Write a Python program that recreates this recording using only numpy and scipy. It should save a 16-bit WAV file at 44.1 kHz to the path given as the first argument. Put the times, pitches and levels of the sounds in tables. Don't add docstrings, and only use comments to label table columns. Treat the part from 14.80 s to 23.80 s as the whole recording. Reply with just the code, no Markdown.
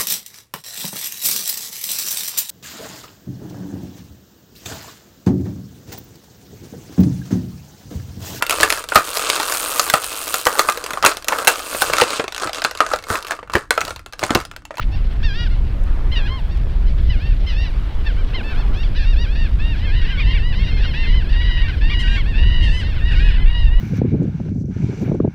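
import sys
import numpy as np
from scipy import signal
from scipy.io import wavfile
from scipy.ndimage import uniform_filter1d

SR = 44100
rng = np.random.default_rng(int(sys.argv[2]) if len(sys.argv) > 2 else 0)


def generate_wav(sig):
    pcm = np.round(np.clip(np.atleast_2d(sig).T, -1, 1) * 32767).astype(np.int16)
    wavfile.write(sys.argv[1], SR, pcm)


def invert_db(level):
    return 10 ** (np.asarray(level, dtype=float) / 20)


N = 396900

# [t/s, gust level/dB, small-eddy roar re gust/dB]
GUSTS = [(0, -22.5, -7.5), (0.6, -15.5, -9.5), (1.2, -15, -11), (1.7, -18.5, -8), (2.2, -12, -9.5),
         (2.7, -17, -10.5), (3.7, -19.5, -10), (4.15, -14, -11), (6, -15.5, -8.5), (7, -15.5, -7),
         (8.3, -16, -6), (9, -12, -15)]
# [f/Hz, density/dB per Hz]
WIND_SPECTRUM = [(7.1, -14.5), (12, -6.5), (27, 7), (46, -0.5), (216, -30), (700, -51.5), (910, -131),
                 (1540, -120)]
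# [t/s, level/dB]
WAVE_LEVEL = [(0, -45.5), (0.8, -45), (1.05, -42), (1.35, -39), (1.6, -43.5), (2.3, -46), (2.9, -43),
              (3.5, -42), (3.75, -38), (4.0, -40.5), (4.15, -44.5), (9, -45)]
# [f/Hz, density/dB per Hz]
WASH_SPECTRUM = [(150, -3), (250, -0.5), (1270, -11.5), (1750, -13.5), (2540, -22), (8000, -44.5),
                 (10400, -82), (17600, -120)]
# [f/Hz, density/dB per Hz]
SPRAY_SPECTRUM = [(1500, -41.5), (5000, -2.5), (10000, -6.5), (15700, -9.5)]
# [start t/s, length/s, top f/Hz, effort/dB]
SQUAWKS = [
    (.011, .024, 1100, -47),
    (.16, .024, 1000, -57),
    (.245, .04, 1000, -57),
    (.3, .04, 900, -57),
    (6.875, .035, 1050, -49),
]
# [t/s, level/dB]
FLOCK_LEVEL = [(0, -54), (1.6, -55), (2.1, -50), (4.78, -52), (5.25, -38.5), (8.3, -37), (9, -41)]
# [t/s, level/dB]
GRAINS = [
    (0.333, -45),
    (1.0379, -39),
    (1.775, -40),
    (2.3529, -50),
    (3.7538, -46),
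    (8.1509, -50),
]
# [f/Hz, gain/dB]
THROAT = [(800, -14), (1150, -13), (1500, 7), (1900, -1.5), (2900, 4.5), (4800, 6), (5800, 2.5),
          (6900, -16.5)]
# [from t/s, to t/s, level/dB]
DOUBLING = [
    (0.52, 0.682, -7.5),
    (4.22, 4.34, -14),
]
# [call start t/s, level/dB]
FACING = [
    (7.193, -19.5),
    (7.825, -21),
    (8.304, -26.5),
]
# [call start t/s, from t/s, gain/dB]
LOW_THROAT = (1.36, 1.46, 17)
# [t/s, treble loss/dB per kHz]
TREBLE_LOSS = [(0, 4.5), (.7, 5.2), (1.35, 7.5), (2, 2), (2.3, 7), (2.7, 5), (3.2, 7), (3.54, 10), (3.8, 5),
               (4.3, 5.5), (4.8, 9), (5.5, 9.5), (5.86, 6), (6.3, 9.5), (7, 10), (7.6, 10), (7.9, 10.5),
               (9, 12.5)]
# [start t/s, top f/Hz, effort/dB]
KEE = [(.432, 928, -33.5), (1.317, 1052, -31), (1.36, 957, -28.5), (2.293, 1005, -36.5),
       (2.664, 1054, -35.5), (2.69, 1022, -37.5), (4.155, 990, -36), (5.035, 900, -41),
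       (5.372, 1133, -29.5), (5.39, 1240, -29), (5.545, 1162, -32.5), (7.193, 1066, -26.5),
       (7.825, 1066, -31.5), (8.304, 964, -33.5)]
# [dip t/s, length/s, dip f/Hz, top f/Hz, effort/dB]
OW = [(0.52, 0.14, 800, 955, -36), (1.422, 0.058, 800, 837, -39), (1.44, 0.15, 811, 1066, -38.5),
      (2.379, 0.15, 710, 915, -42.5), (2.742, 0.12, 836, 925, -40), (2.757, .14, 880, 988, -43.5),
      (4.21, 0.13, 804, 933, -38), (5.094, .17, 802, 951, -36.5), (5.438, 0.091, 909, 1038, -31),
      (5.464, 0.11, 889, 947, -33.5), (5.61, .12, 888, 983, -34), (7.256, .13, 756, 809, -37.5),
      (7.887, 0.13, 865, 1016, -32), (8.368, 0.14, 729, 850, -34)]
# [start t/s, length/s, top f/Hz, effort/dB]
KEKS = [(2.065, .04, 1046, -49.5), (3.254, 0.05, 908, -35.5), (3.54, 0.054, 1060, -28.5),
        (3.694, 0.079, 793, -44.5), (5.296, 0.1, 817, -40.5), (6.879, 0.035, 794, -37),
        (6.884, .035, 1050, -37), (3.091, 0.055, 1010, -52), (6.924, 0.03, 844, -40),
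        (8.156, 0.053, 1037, -39.5)]
# [start t/s, length/s, top f/Hz, effort/dB]
YIPS = [(0.698, 0.059, 714, -47), (1.696, 0.07, 923, -49.5), (2.458, .05, 1047, -52),
        (3.365, 0.069, 792, -45), (4.031, 0.042, 1173, -40), (4.153, 0.097, 910, -38.5),
        (5.26, 0.064, 1017, -40), (6.606, 0.037, 1142, -36.5), (7.096, .055, 1200, -29),
        (7.357, 0.065, 1130, -31), (7.455, 0.091, 930, -38), (8.144, 0.044, 1116, -43),
        (8.65, .07, 1180, -39)]
# [start t/s, length/s, from f/Hz, top f/Hz, effort/dB]
ARCHES = [(3.634, 0.1, 845, 884, -38.5), (4.555, 0.11, 837, 919, -38), (4.794, 0.15, 841, 935, -37),
          (5.145, 0.067, 960, 1010, -35.5), (5.3, 0.059, 990, 1045, -37.5), (5.8, 0.12, 880, 940, -38),
          (5.86, 0.15, 956, 1067, -39.5), (6.03, 0.097, 922, 1077, -36), (6.136, 0.2, 926, 1037, -35),
          (6.142, .115, 827, 920, -33.5), (8.03, 0.097, 868, 931, -38), (8.4, 0.17, 930, 981, -35),
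          (7.277, 0.082, 849, 965, -32.5), (5.47, 0.082, 940, 1073, -36.5)]
# [start t/s, length/s, from f/Hz, top f/Hz, effort/dB]
RAMPS = [(0.119, 0.04, 850, 922, -43.5), (3.75, 0.073, 747, 900, -40.5), (3.944, .1, 772, 940, -40),
         (4.364, 0.086, 835, 959, -34), (4.468, .165, 760, 963, -40), (4.956, 0.16, 794, 1078, -39.5),
         (5.726, .125, 813, 1103, -35.5), (5.972, .12, 794, 953, -37), (6.238, .17, 857, 1029, -33),
         (6.445, .08, 775, 877, -42), (8.213, .1, 878, 963, -31.5), (8.563, .09, 990, 1026, -34.5),
         (5.227, .09, 785, 997, -35.5), (6.776, .1, 830, 1176, -34.5)]
# [start t/s, length/s, from f/Hz, top f/Hz, effort/dB]
WAILS = [(6.519, .35, 913, 973, -31), (6.639, 0.2, 1010, 1020, -36.5), (7.013, 0.36, 858, 962.5, -32),
         (7.539, 0.35, 850, 984, -31.5), (7.567, 0.39, 852, 935, -35.5), (8.32, .23, 916, 942, -36),
         (8.661, .22, 894, 959, -32.5), (8.9, .3, 907, 983, -36)]

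OW_SHAPE = dict(top_at=.72, rise=2.7, fall=2.6, last=.9, start_db=-6, end_db=-4)
YIP_SHAPE = dict(top_at=.46, rise=2.0, fall=2.0, last=.84, start_db=-6, end_db=-8)
ARCH_SHAPE = dict(top_at=.62, rise=2.2, fall=2.6, last=.9, start_db=-4, end_db=-6)
RAMP_SHAPE = dict(top_at=.76, rise=1.35, fall=2.0, last=.9, start_db=-7, end_db=-6)
WAIL_SHAPE = dict(top_at=.45, rise=2.2, fall=1.7, last=.945, start_db=-3, end_db=-2.5)
KEE_RISE_S, KEE_HOLD_S, KEE_FROM_SHARE, KEE_START_DB = 0.00876, 0.01226, 0.92, -8
DIP_ROUND_S = .012
KEK_END_SHARE, KEK_END_DB = .86, -7.5
YIP_FROM_SHARE = .86
WAIL_DROP_SHARE, CALL_DROP_SHARE = .04, .25
WAIL_MIN_S = .2
WAVER_SHARE = .008
SAME_CALL_S = .005
SQUAWK_BREATH_DB = -1.5
WHEEL_S = 5.
SPRAY_DB, SPRAY_FOLLOW_SHARE = -48, .4
RECOVERY_DB_PER_S, KNEE_DB = 25., -12.


def evened(x):
    return x / np.sqrt(np.mean(x ** 2) + 1e-20)


def read(points, hz):
    f, value = np.transpose(points)
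    return np.interp(np.log(hz + 1), np.log(f + 1), value)


def curve(rows, column):
    rows = np.array(rows)
    return np.interp(np.arange(N) / SR, rows[:, 0], rows[:, column])


def smooth(x, size):
    once = uniform_filter1d(x, size, mode="nearest")
    return uniform_filter1d(once, size, mode="nearest")


def add(mix, s, sound):
    part = mix[round(s * SR):][:len(sound)]
    part += sound[:len(part)]


def noise(spectrum, size, patchy_db, flicker_db):
    frames, hz = 4 * N // size + 5, np.fft.rfftfreq(size, 1 / SR)
    real, imag, patches = rng.standard_normal((frames, len(hz), 3)).T
    patches = uniform_filter1d(patches, size=9, axis=0)
    patches = evened(uniform_filter1d(patches, size=7, axis=1))
    flicker = evened(uniform_filter1d(rng.standard_normal(frames), size=3))
    level_db = read(spectrum, hz)[:, None] + patchy_db * patches + flicker_db * flicker
    z = (real + 1j * imag) * invert_db(level_db)
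    return evened(signal.istft(z, nperseg=size, noverlap=3 * size // 4)[1][:N])


def wind():
    lumps = noise(WIND_SPECTRUM, size=4096, patchy_db=0.5, flicker_db=1.68)
    roar = signal.sosfiltfilt(signal.butter(2, 58, "high", fs=SR, output="sos"), lumps)
    buffet = lumps - roar
    return (buffet + evened(roar) * invert_db(curve(GUSTS, 2))) * invert_db(curve(GUSTS, 1))


def surf():
    waves_db = curve(WAVE_LEVEL, 1)
    wash = noise(WASH_SPECTRUM, size=1024, patchy_db=2.22, flicker_db=0.55)
    spray = noise(SPRAY_SPECTRUM, size=1024, patchy_db=-1.5, flicker_db=0.7)
    return wash * invert_db(waves_db + 1.5) + spray * invert_db(SPRAY_FOLLOW_SHARE * waves_db + SPRAY_DB)


def yelp(rows, loss_db, count=14, lead=.01, trail=.028, scoop=0.2, drop=0.2524, wobble=0.0031, breath_db=-22):
    s, hz, db = np.transpose(rows)
    start = s[0]
    s = np.r_[start - lead, s, s[-1] + trail]
    hz = np.r_[hz[0] * (1 - scoop), hz, hz[-1] * (1 - drop)]
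    db = np.r_[db[0] - 14, db, db[-1] - 10]
    t = np.arange(s[0], s[-1], 1 / SR)

    def soft(v):
        return smooth(np.interp(t, s, v), size=270)

    shake, flutter, air = rng.standard_normal((len(t), 3)).T
    tremble = wobble * evened(smooth(shake, size=100))
    waver = WAVER_SHARE * evened(smooth(shake[::-1], size=1200))
    pitch = soft(hz) * (1 + tremble + waver)
    turns = np.cumsum(pitch) / SR

    half = 0
    for a, b, g in DOUBLING:
        if s[0] + .03 < a < b < s[-1] + .02:
            half = half + invert_db(g) * np.clip(np.minimum(t - a, b - t) / 0.036, 0, 1)
    multiples = np.arange(1, count + 1, .5 if np.any(half) else 1.)[:, None]
    lines = multiples * pitch
    gain = invert_db(read(THROAT, lines) - loss_db * np.maximum(lines - 2500, 0) / 1000)
    for a, g in FACING:
        if abs(a - start) < SAME_CALL_S:
            gain += invert_db(g - 3 * (lines - 6000) / 1000) * (multiples > 4)
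    if abs(LOW_THROAT[0] - start) < SAME_CALL_S:
        gain[0] *= invert_db(LOW_THROAT[2] * np.clip((t - LOW_THROAT[1]) / 0.058, 0, 1))
    gain *= 1 + .3 * np.cos(2 * np.pi * lines * rng.uniform(.0003, .001))
    gain *= np.where(multiples % 1, half, 1)
    phase = 2 * np.pi * (multiples * turns + multiples ** 2 / 7)
    stack = (gain * np.cos(phase)).sum(axis=0)

    catch = 1 + 3 * np.exp(-(t - t[0]) / 0.057)
    rasp = 1 + invert_db(breath_db) * catch * evened(smooth(air, size=30))
    flutter_db = 2.14 * evened(smooth(flutter, size=400))
    effort = invert_db(soft(db) + flutter_db - 1.5)
    return t[0], stack * rasp * effort * signal.windows.tukey(len(t), .1)


def opening(start, top_hz, db):
    top = start + KEE_RISE_S
    return [(start, KEE_FROM_SHARE * top_hz, db + KEE_START_DB),
            (top, top_hz, db),
            (top + KEE_HOLD_S, .985 * top_hz, db + 0.5)]


def kek(start, length, top_hz, db):
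    return opening(start, top_hz, db) + [(start + length, KEK_END_SHARE * top_hz, db + KEK_END_DB)]


def arch(start, length, from_hz, top_hz, db, top_at, rise, fall, last, start_db, end_db):
    u = np.linspace(0, 1, 13)
    before = np.maximum(1 - u / top_at, 0) ** rise
    after = (np.maximum(u - top_at, 0) / (1 - top_at)) ** fall
    hz = top_hz - (top_hz - from_hz) * before - (1 - last) * top_hz * after
    return list(zip(start + u * length, hz, db + start_db * before + end_db * after))


def kee_ow(kee, dip, length, dip_hz, top_hz, db):
    into_dip = [(dip - DIP_ROUND_S, dip_hz, db + OW_SHAPE["start_db"])]
    climb = arch(dip + DIP_ROUND_S, length - DIP_ROUND_S, dip_hz, top_hz, db, **OW_SHAPE)
    return opening(*kee) + into_dip + climb


def calls():
    out = [kee_ow(kee, *ow) for kee, ow in zip(KEE, OW)]
    out += [kek(*row) for row in KEKS]
    out += [arch(s, length, YIP_FROM_SHARE * hz, hz, db, **YIP_SHAPE) for s, length, hz, db in YIPS]
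    for table, shape in ((ARCHES, ARCH_SHAPE), (RAMPS, RAMP_SHAPE), (WAILS, WAIL_SHAPE)):
        out += [arch(*row, **shape) for row in table]
    return out


def near_gulls():
    out = np.zeros(N)
    wails = [s for s, length, *_ in WAILS if length > WAIL_MIN_S]
    for rows in calls():
        start = rows[0][0]
        loss_db = np.interp(start, *np.transpose(TREBLE_LOSS))
        facing = min(abs(a - start) for a, _ in FACING) < SAME_CALL_S
        drop = WAIL_DROP_SHARE if start in wails else CALL_DROP_SHARE
        add(out, *yelp(rows, loss_db, count=11 if facing else 8, drop=drop))
    for row in SQUAWKS:
        add(out, *yelp(kek(*row), 6.1, count=6, breath_db=SQUAWK_BREATH_DB))
    return out


def far_flock(count=230):
    out = np.zeros(N)
    for k, (jitter, long, high, slope, size) in enumerate(rng.random((count, 5))):
        s = .013 + (k + jitter) * (N / SR - .1) / count
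        length, hz = .03 + .07 * long, 840 + 330 * high
        db, breath_db = (5.5 + 5 * size, -5) if s < WHEEL_S else (13 * size ** 2, -17)
        rows = [(s, hz * (.8 + .2 * slope), db - 3),
                (s + .4 * length, hz, db),
                (s + length, hz * (1 - .25 * slope), db - 3)]
        add(out, *yelp(rows, 5.8, count=6, breath_db=breath_db))
    return evened(out) * invert_db(curve(FLOCK_LEVEL, 1))


def beach(x):
    t = np.arange(SR // 4) / SR
    tail = evened(rng.standard_normal(len(t))) * invert_db(-60 * t / 0.032) * (t > .008)
    taps = invert_db(-19) * tail / np.linalg.norm(tail)
    taps[0] = 1
    return signal.oaconvolve(x, taps)[:N]


def sand():
    out, t = np.zeros(N), np.arange(300) / SR
    for s, db in GRAINS:
        crack = smooth(rng.standard_normal(len(t)), size=2) * np.exp(-t / 0.0013)
        add(out, s, invert_db(db + 3.0) * crack / abs(crack).max())
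    return out


def scene():
    gulls = beach(near_gulls() + far_flock())
    return (gulls + wind() + surf() + sand())[None]


def top_cut(x):
    return signal.sosfilt(signal.butter(12, 15750, fs=SR, output="sos"), x)


def record(dry):
    power_db = 10 * np.log10(abs(uniform_filter1d(dry[0] ** 2, size=1500)) + 1e-12)
    fall_db = np.arange(N) * RECOVERY_DB_PER_S / SR
    held_db = np.maximum.accumulate(power_db + fall_db) - fall_db
    over_db = np.maximum(held_db - KNEE_DB, 0)
    ducked = dry / invert_db(.2 * uniform_filter1d(over_db, size=800))
    return top_cut(1.121 * np.tanh(ducked / .83))


dry = scene()
out = record(dry)
generate_wav(out)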